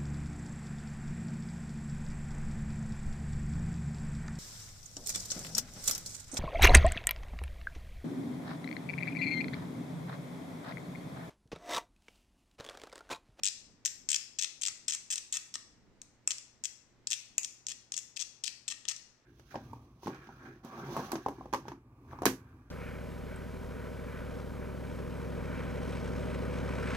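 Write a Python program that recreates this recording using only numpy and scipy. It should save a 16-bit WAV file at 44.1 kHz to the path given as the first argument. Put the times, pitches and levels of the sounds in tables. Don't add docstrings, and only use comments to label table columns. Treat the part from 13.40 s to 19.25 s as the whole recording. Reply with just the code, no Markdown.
import sys
import numpy as np
from scipy import signal
from scipy.fft import rfft, irfft, next_fast_len
from scipy.io import wavfile
from scipy.ndimage import map_coordinates

SR = 44100
rng = np.random.default_rng(int(sys.argv[2]) if len(sys.argv) > 2 else 0)


def transcribe(u):
    v = np.clip(np.atleast_2d(u).T, -1, 1)
    q = np.round(v * 32767).astype(np.int16)
    wavfile.write(sys.argv[1], SR, q)


N = 258062
TIME = np.arange(N) / SR
TOP_HZ = 15900
SLIP_SIZE = 1024

# freq_hz, density_db
AIR_SPECTRUM = [(25, -1.5), (60, 0), (130, -2), (160, -3.5), (220, 0.5), (400, -7), (700, -13),
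                (1200, -15.5), (2000, -16.5), (3200, -23), (5500, -24.5), (7800, -29.5), (9500, -42),
                (15000, -44)]
# freq_hz, correlation (0 to 1)
AIR_CORRELATION = [(30, 0.23), (120, 0.53), (300, 0.72), (800, 0.58), (4000, 0.11)]
# centre_s, half_width_s (to 1/e), rise_db
RUMBLE_SWELLS = [(0, .05, 7), (.31, .13, 7), (.63, .07, 5), (1.4, .2, 4.5), (2.46, .26, 7), (3.6, .12, 5),
                 (3.92, .08, 3)]
# freq_hz, level_db
HUM_PARTIALS = [(120, -78.5), (240, -91), (360, -92)]

# start_s, end_s, nominal_slips_per_s, bite_db, slips_db, drop_db, chatter_re_snap_db,
# shavings_db, low_resonance_weight_db, base_contact_pitch_hz, knock_db
STROKES = [ (0.0352, 0.0849, 100, -20, -21.5, -24, -7.5, -34, 2.5, 7200, -49),
           (0.4516, 0.4652, 147, -24, -17.5, -22, -10, -34, -4.5, 7100, -56),
           (0.6895, 0.7583, 72, -20.5, -21.3, -25.5, -2, -38.5, -1.5, 7150, -53),
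           (0.9876, 0.9958, 240, -26, -23.5, -25.5, -2, -37, 1, 6750, -54),
           (1.0135, 1.0452, 95, -26, -24.5, -23, -3.5, -39, 3, 6500, -40),
           (1.2197, 1.2345, 68, -27.5, -27, -22.5, -2, -39, 2, 7200, -52),
           (1.2525, 1.2835, 97, -27, -23.5, -24, -3, -36, -1.5, 7000, -35.5),
           (1.4826, 1.505, 140, -21.5, -30, -33, -1, -30.5, -4.5, 7000, -46),
           (1.5228, 1.549, 76, -25.5, -29, -26.5, -4, -32, -1, 6750, -38),
           (1.7042, 1.7135, 215, -30, -28, -27, 0, -33, -4, 7100, -54),
           (1.725, 1.7381, 230, -27.5, -30, -31, 0, -36, -3.5, 7050, -52),
           (1.7572, 1.7801, 87, -27, -42, -28.5, -2, -37, -1, 6650, -43),
           (1.9258, 1.9698, 136, -23.5, -30, -25, -3, -36.5, -1, 6700, -39),
           (2.1413, 2.1552, 70, -32, -32, -28, -6, -34.5, 3, 7000, -35),
           (2.912, 2.9175, 180, -27, -27, -25.5, -9, -39, -2, 6350, -41),
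           (3.2389, 3.2548, 125, -27, -26, -23.5, -7, -38, -4, 6700, -53),
           (3.7045, 3.7205, 125, -30, -22, -21.5, -5.5, -37, -3.5, 6950, -51),
           (3.7315, 3.7387, 139, -21, -25, -26, -8, -35, -1, 6450, -49),
           (4.0322, 4.0466, 70, -30, -30, -25, -6, -45, -1.5, 6950, -50),
           (4.2853, 4.318, 120, -29, -34.5, -35, -5, -35, 1.5, 6400, -48),
           (4.54, 4.5425, 400, -32, -32, -33, -6, -34, 6, 6650, -60),
           (4.5665, 4.5881, 92, -26.5, -26, -33, -5, -38, -7, 6850, -56),
           (4.7635, 4.7725, 220, -40, -30.5, -30, -5, -41, 1, 6450, -60),
           (4.794, 4.8232, 170, -32, -29.5, -26.5, -4, -38, 1, 6100, -46),
           (5.0384, 5.0425, 245, -27, -27, -27.5, -2, -37, 0, 6300, -54),
           (5.0554, 5.079, 127, -33, -32.5, -24.5, -7, -36.5, 5, 5750, -48),
           (5.2802, 5.2862, 165, -25.5, -32, -32, 0, -35, 1, 6850, -46),
           (5.302, 5.3223, 148, -33, -33, -32, -2, -34.5, 5, 6700, -37),
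           (5.4864, 5.519, 153, -21, -30.5, -35, -6, -34.5, 2, 6400, -37)]
# start_s, snap_db, low_resonance_weight_db, contact_pitch_hz, knock_db
SINGLE_CONTACTS = [(0.477, -30, 4, 7100, -50), (0.7624, -21, -1, 5700, -42), (1.2143, -32.5, 2, 6200, -58),
                   (2.6172, -37, -1, 7000, -66), (2.8758, -16.3, -9, 7100, -39.5),
                   (2.9073, -22, -1, 6850, -44), (2.9835, -34.5, -2, 6000, -62),
                   (3.672, -22.5, -1.5, 7250, -62), (3.9813, -15.5, -7, 7150, -44),
                   (4.2681, -25.5, -3.5, 6950, -53), (4.5212, -25.7, -.5, 6700, -60),
                   (5.4535, -35.5, 9, 6600, -44), (5.482, -30.5, 9, 6600, -54), (5.564, -35, -1, 6200, -56)]
# freq_hz, width_hz, lift_db
RESONANCES = [(1280, 320, 4), (1845, 330, 6.5), (2704, 344, 3.5), (3365, 310, 6), (4120, 350, 2.5),
              (5310, 340, 5), (5950, 250, 4), (6630, 330, 1), (7150, 220, 2.5), (7630, 200, 2),
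              (8040, 270, 1)]
# freq_hz, relative_db
SCRAPE_COLOUR = [(100, -47), (800, -39), (1300, -30.5), (2050, -18.3), (2600, -7), (4600, -7), (6200, -3.5),
                 (7700, -1), (8700, -7.5), (9500, -17), (10300, -27.5), (11500, -24), (13600, -26),
                 (15200, -37.5)]
# freq_hz, relative_db, t60_s
PART_MODES = [(900, -30, .008), (1292, -5.5, 0.014), (1500, -9, .01), (1844, 1, .013)]

# freq_hz, left_minus_right_db
DIRECT_BALANCE = [(700, 9.5), (1250, 1.5), (1850, -4.5), (2500, 14.5), (4000, 17.5), (5200, 8.5),
                  (7000, 12), (7900, 4.5), (8700, 6.5), (10500, 2.5), (15000, 0.5)]
# freq_hz, left_lead_rad
PORT_PHASE = [(1000, 0.94), (2200, 0.05), (3400, -0.55), (4100, 2.27), (5200, 1.7), (5800, -0.9),
              (6400, -0.8), (7900, -.5), (8600, 1.6), (9800, 2.5), (11000, 3), (11800, 0.5), (12900, -1.5),
              (14000, -1)]
# time_s, gain_db
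HAND_SHADE = [(0, -.5), (.45, .5), (.75, -1.3), (1.25, -1), (1.5, 2), (2.15, 3.3), (2.9, 2.5), (3.25, -2.5),
              (3.7, -1.7), (4, 1.5), (4.3, 1), (4.55, -1.5), (4.8, -3.8), (5.5, -2.3)]
# freq_hz, t60_s
ROOM_T60 = [(300, 0.05), (1000, 0.5157), (2600, 0.5059), (5500, 0.54), (7500, 0.4371), (13000, 0.42)]
# freq_hz, relative_db
ROOM_COLOUR = [(500, -3.5), (1500, 2.5), (2200, 1.5), (3300, -5.5), (4700, 0), (5900, -2.5), (7000, -4.8),
               (8300, -2.8), (12000, -2.5)]
# freq_hz, left_minus_right_db
ROOM_BALANCE = [(1000, -0.5), (1800, 3), (2500, 6.5), (6000, 11), (7300, 4), (8200, 1), (13000, 3.5)]

SLIP_JITTER_S, SLIP_SPREAD_DB, WEIGHT_SPREAD_DB = .0005, 1.5, 1.5
CONTACT_SAG_HZ, DROP_SAG_HZ = 200, 450
KNOCK_RISE_DB = 13
RUN_IN_S, RUN_OUT_S = .002, .005
SINGLE_FOCUS_DB, SLIP_FOCUS_DB = 6.5, 5
SINGLE_CHATTER_DB = -11
HARD_SNAP_DB = -16
KNIFE_HZ, RING_DB, THUD_DB = 2680, -20.5, -14.5
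RING_GROWTH, THUD_GROWTH = 1.8, 2.4


def amp(db):
    return 10 ** (np.asarray(db) / 20)


def unit(x):
    return x / np.sqrt(np.mean(x ** 2) + 1e-20)


def along(points, hz):
    freqs, values = np.transpose(points)
    return np.interp(np.log(hz + 1), np.log(freqs), values)


def wobble(rate):
    knots = rng.standard_normal(int(N * rate / SR) + 4)
    return map_coordinates(knots, [TIME * rate])


def filtered(x, response):
    size = 2 * next_fast_len(N // 2 + SR // 4)
    hz = np.fft.rfftfreq(size, 1 / SR)
    return irfft(rfft(x, size) * response(hz), size)[..., :N]


def causal(db):
    cepstrum = irfft(db * np.log(10) / 20)
    half = cepstrum.shape[-1] // 2
    cepstrum[..., 1:half] *= 2
    cepstrum[..., half + 1:] = 0
    return np.exp(rfft(cepstrum))


def ports(balance, hz):
    ratio = amp(along(balance, hz)) ** 2
    powers = 2 * np.array([ratio, np.ones_like(ratio)]) / (1 + ratio)
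    return 10 * np.log10(powers)


def ring(hz, t60, attack_s=0.00046):
    t = np.arange(SLIP_SIZE) / SR
    decay = np.exp(-np.log(1000) * t / t60)
    return np.sin(2 * np.pi * hz * t) * decay * (1 - np.exp(-t / attack_s))


def part(hz, weight_db, contact_hz=6700, grip=1, body_hz=3350, body_octaves=.62,
         contact_width_hz=900, contact_db=5):
    octaves = np.log2((hz + 1) / body_hz)
    db = along(SCRAPE_COLOUR, hz) + weight_db * np.exp(-(octaves / body_octaves) ** 4)
    db = db + contact_db * np.exp(-((hz - contact_hz) / contact_width_hz) ** 2)
    for centre, width, lift in RESONANCES:
        db = db + lift / (1 + (2 * (hz - centre * grip) / width) ** 2)
    response = causal(db)
    return response / np.sqrt(np.mean(abs(response) ** 2, axis=-1, keepdims=True))


def background(hiss_db=-74, rumble_db=-72.5, sway_db=1.2, split_hz=560):
    def mid_side(hz):
        turn = np.arccos(np.clip(along(AIR_CORRELATION, hz), -1, 1)) / 2
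        return amp(along(AIR_SPECTRUM, hz)) * [np.cos(turn), np.sin(turn)]

    mid, side = filtered(rng.standard_normal((2, N)), mid_side)
    air = np.array([mid + side, mid - side])
    low = filtered(air, lambda hz: 1 / (1 + (hz / split_hz) ** 4))
    swell_db = sum(db * np.exp(-((TIME - s) / width) ** 2) for s, width, db in RUMBLE_SWELLS)
    rumble = unit(low) * amp(rumble_db + swell_db + sway_db * wobble(9))
    tilt = amp([[-.7], [.7]])
    return tilt * (rumble + mains()) + amp(hiss_db) * unit(air - low)


def mains(waver_db=1.8):
    hum = 0
    for hz, db in HUM_PARTIALS:
        level = amp(db + waver_db * wobble(3)) * np.sqrt(2)
        hum = hum + level * np.sin(2 * np.pi * hz * TIME)
    return hum


def stick_slip():
    rows = []
    for (start, end, pace, bite_db, slip_db, drop_db, chatter_db, _,
         weight_db, contact_hz, knock_db) in STROKES:
        late, louder, heavier = rng.standard_normal(size=(3, 16))
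        steps = int(np.clip(round((end - start) * pace), 1, len(late)))
        rows.append((start, bite_db, chatter_db, weight_db, contact_hz + CONTACT_SAG_HZ / 2,
                     SLIP_FOCUS_DB, knock_db - KNOCK_RISE_DB))
        for k in range(1, steps):
            way = k / steps
            time_s = start + way * (end - start) + SLIP_JITTER_S * late[k]
            rows.append((time_s, slip_db + SLIP_SPREAD_DB * louder[k], chatter_db,
                         weight_db + WEIGHT_SPREAD_DB * heavier[k],
                         contact_hz + CONTACT_SAG_HZ * (.5 - way),
                         SLIP_FOCUS_DB, knock_db - KNOCK_RISE_DB * (1 - way)))
        rows.append((end, drop_db, chatter_db, weight_db, contact_hz - DROP_SAG_HZ,
                     SLIP_FOCUS_DB, knock_db))
    return rows


def snaps(contacts, grit=.42, fade_in_s=.00022, snap_s=0.00055, chatter_s=.0022,
          chatter_rise_s=0.0017, grip_spread=.012, snap_db=-3, chatter_db=-3):
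    lead = SR // 1000
    hz = np.fft.rfftfreq(SLIP_SIZE, 1 / SR)
    t = (np.arange(SLIP_SIZE) - lead) / SR
    before, after = np.maximum(-t, 0), np.maximum(t, 0)
    grit_fade = np.exp(-before / fade_in_s - after / snap_s)
    chatter_fade = (1 - np.exp(-(after / chatter_rise_s) ** 2)) * np.exp(-after / chatter_s)
    snap_samples = .002 * SR
    out = np.zeros(N + SR)
    for s, db, rasp_db, weight_db, contact_hz, focus_db, _ in contacts:
        grip = 1 + grip_spread * rng.standard_normal()
        body = part(hz, weight_db, contact_hz, grip, contact_db=focus_db)
        burst = (t == 0) + grit * rng.standard_normal(SLIP_SIZE) * grit_fade
        chatter = rng.standard_normal(SLIP_SIZE) ** 3 * chatter_fade
        snap = irfft(rfft(burst) * body)
        rasp = irfft(rfft(chatter) * body)
        sound = amp(snap_db) * snap / np.linalg.norm(snap)
        sound = sound + amp(rasp_db + chatter_db) * rasp / np.linalg.norm(rasp)
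        out[round(s * SR) - lead:][:SLIP_SIZE] += amp(db) * np.sqrt(snap_samples) * sound
    return out[:N]


def shaving(tears_per_s=2500, size_spread_db=4, clump_db=4, weight_db=1, level_db=-7, ramp_s=.0011):
    pressure = 0
    for start, end, *_, shavings_db, _, _, _ in STROKES:
        to_edge_s = np.minimum(TIME - start + RUN_IN_S, end + RUN_OUT_S - TIME)
        pressure = pressure + amp(shavings_db) * np.clip(to_edge_s / ramp_s, 0, 1)
    sizes = amp(size_spread_db * rng.standard_normal(N) + clump_db * wobble(300))
    torn = rng.random(N) < tears_per_s / SR
    tears = torn * sizes * rng.choice([-1, 1], N)
    return amp(level_db) * filtered(unit(tears) * pressure, lambda hz: part(hz, weight_db))


def knocks(contacts, level_db=-1, pitch_spread=.025):
    out = np.zeros(N + SR)
    for s, *_, knock_db in contacts:
        modes = 0
        for hz, level, t60 in PART_MODES:
            gain = amp(level + rng.normal(0, 1.5))
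            modes = modes + gain * ring(hz * rng.normal(1, pitch_spread), t60)
        out[round(s * SR):][:SLIP_SIZE] += amp(knock_db + level_db) * modes
    return out[:N]


def nearby(x, scatter_s=.0012, left_db=-14, right_db=-8, delay_s=.0125, echo_db=-21):
    t = np.arange(SLIP_SIZE) / SR
    scatter = rng.standard_normal((2, SLIP_SIZE)) * t * np.exp(-t / scatter_s)
    scatter = scatter / np.linalg.norm(scatter, axis=1, keepdims=True)
    paths = amp([[left_db], [right_db]]) * scatter
    paths[:, round(delay_s * SR)] += amp(echo_db)
    return signal.fftconvolve(x, paths, axes=1)[:, :N]


def room(x, build_s=0.0037, wet_db=-6.5):
    out = np.zeros((2, N + SR))
    size = SR // 4
    for start in range(0, N, size):
        hz, t, z = signal.stft(rng.standard_normal((2, SR * 2 // 3)), SR, nperseg=256)
        fade = amp(-60 * t / along(ROOM_T60, hz)[:, None])
        build = 1 - np.exp(-(t / build_s) ** 2)
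        tail = signal.istft(z * fade * build, SR, nperseg=256)[1]
        tail = tail / np.linalg.norm(tail[0])
        wet = signal.fftconvolve(x[None, start:start + size], tail, axes=1)
        out[:, start:start + wet.shape[1]] += wet
    return amp(wet_db) * filtered(
        out[:, :N], lambda hz: amp(along(ROOM_COLOUR, hz) + ports(ROOM_BALANCE, hz)))


def single_contacts():
    return [(s, db, SINGLE_CHATTER_DB, weight_db, contact_hz, SINGLE_FOCUS_DB, knock_db)
            for s, db, weight_db, contact_hz, knock_db in SINGLE_CONTACTS]


def landings(t60=.008, low_hz=70, high_hz=1500):
    knife, push = np.zeros(N + SR), np.zeros(N)
    for s, db, *_ in SINGLE_CONTACTS:
        at = round(s * SR)
        force_db = db - HARD_SNAP_DB
        knife[at:][:SLIP_SIZE] += amp(RING_DB + RING_GROWTH * force_db) * ring(KNIFE_HZ, t60)
        push[at] = amp(THUD_DB + THUD_GROWTH * force_db)
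    dull = signal.butter(2, [low_hz, high_hz], "band", fs=SR, output="sos")
    return knife[:N] + signal.sosfilt(dull, push)


def scene():
    contacts = single_contacts() + stick_slip()
    knife = snaps(contacts) + shaving() + knocks(contacts) + landings()

    def microphones(hz):
        lag = np.exp(-1j * np.outer([0, 1], along(PORT_PHASE, hz)))
        return causal(ports(DIRECT_BALANCE, hz)) * lag

    direct = filtered(knife, microphones)
    heard = direct + nearby(direct) + room(knife)
    heard[1] *= amp(np.interp(TIME, *np.transpose(HAND_SHADE)))
    return heard + background()


def record(dry):
    return filtered(dry, lambda hz: np.clip((TOP_HZ - hz) / 400 + .5, 0, 1))


dry = scene()
out = record(dry)
transcribe(out)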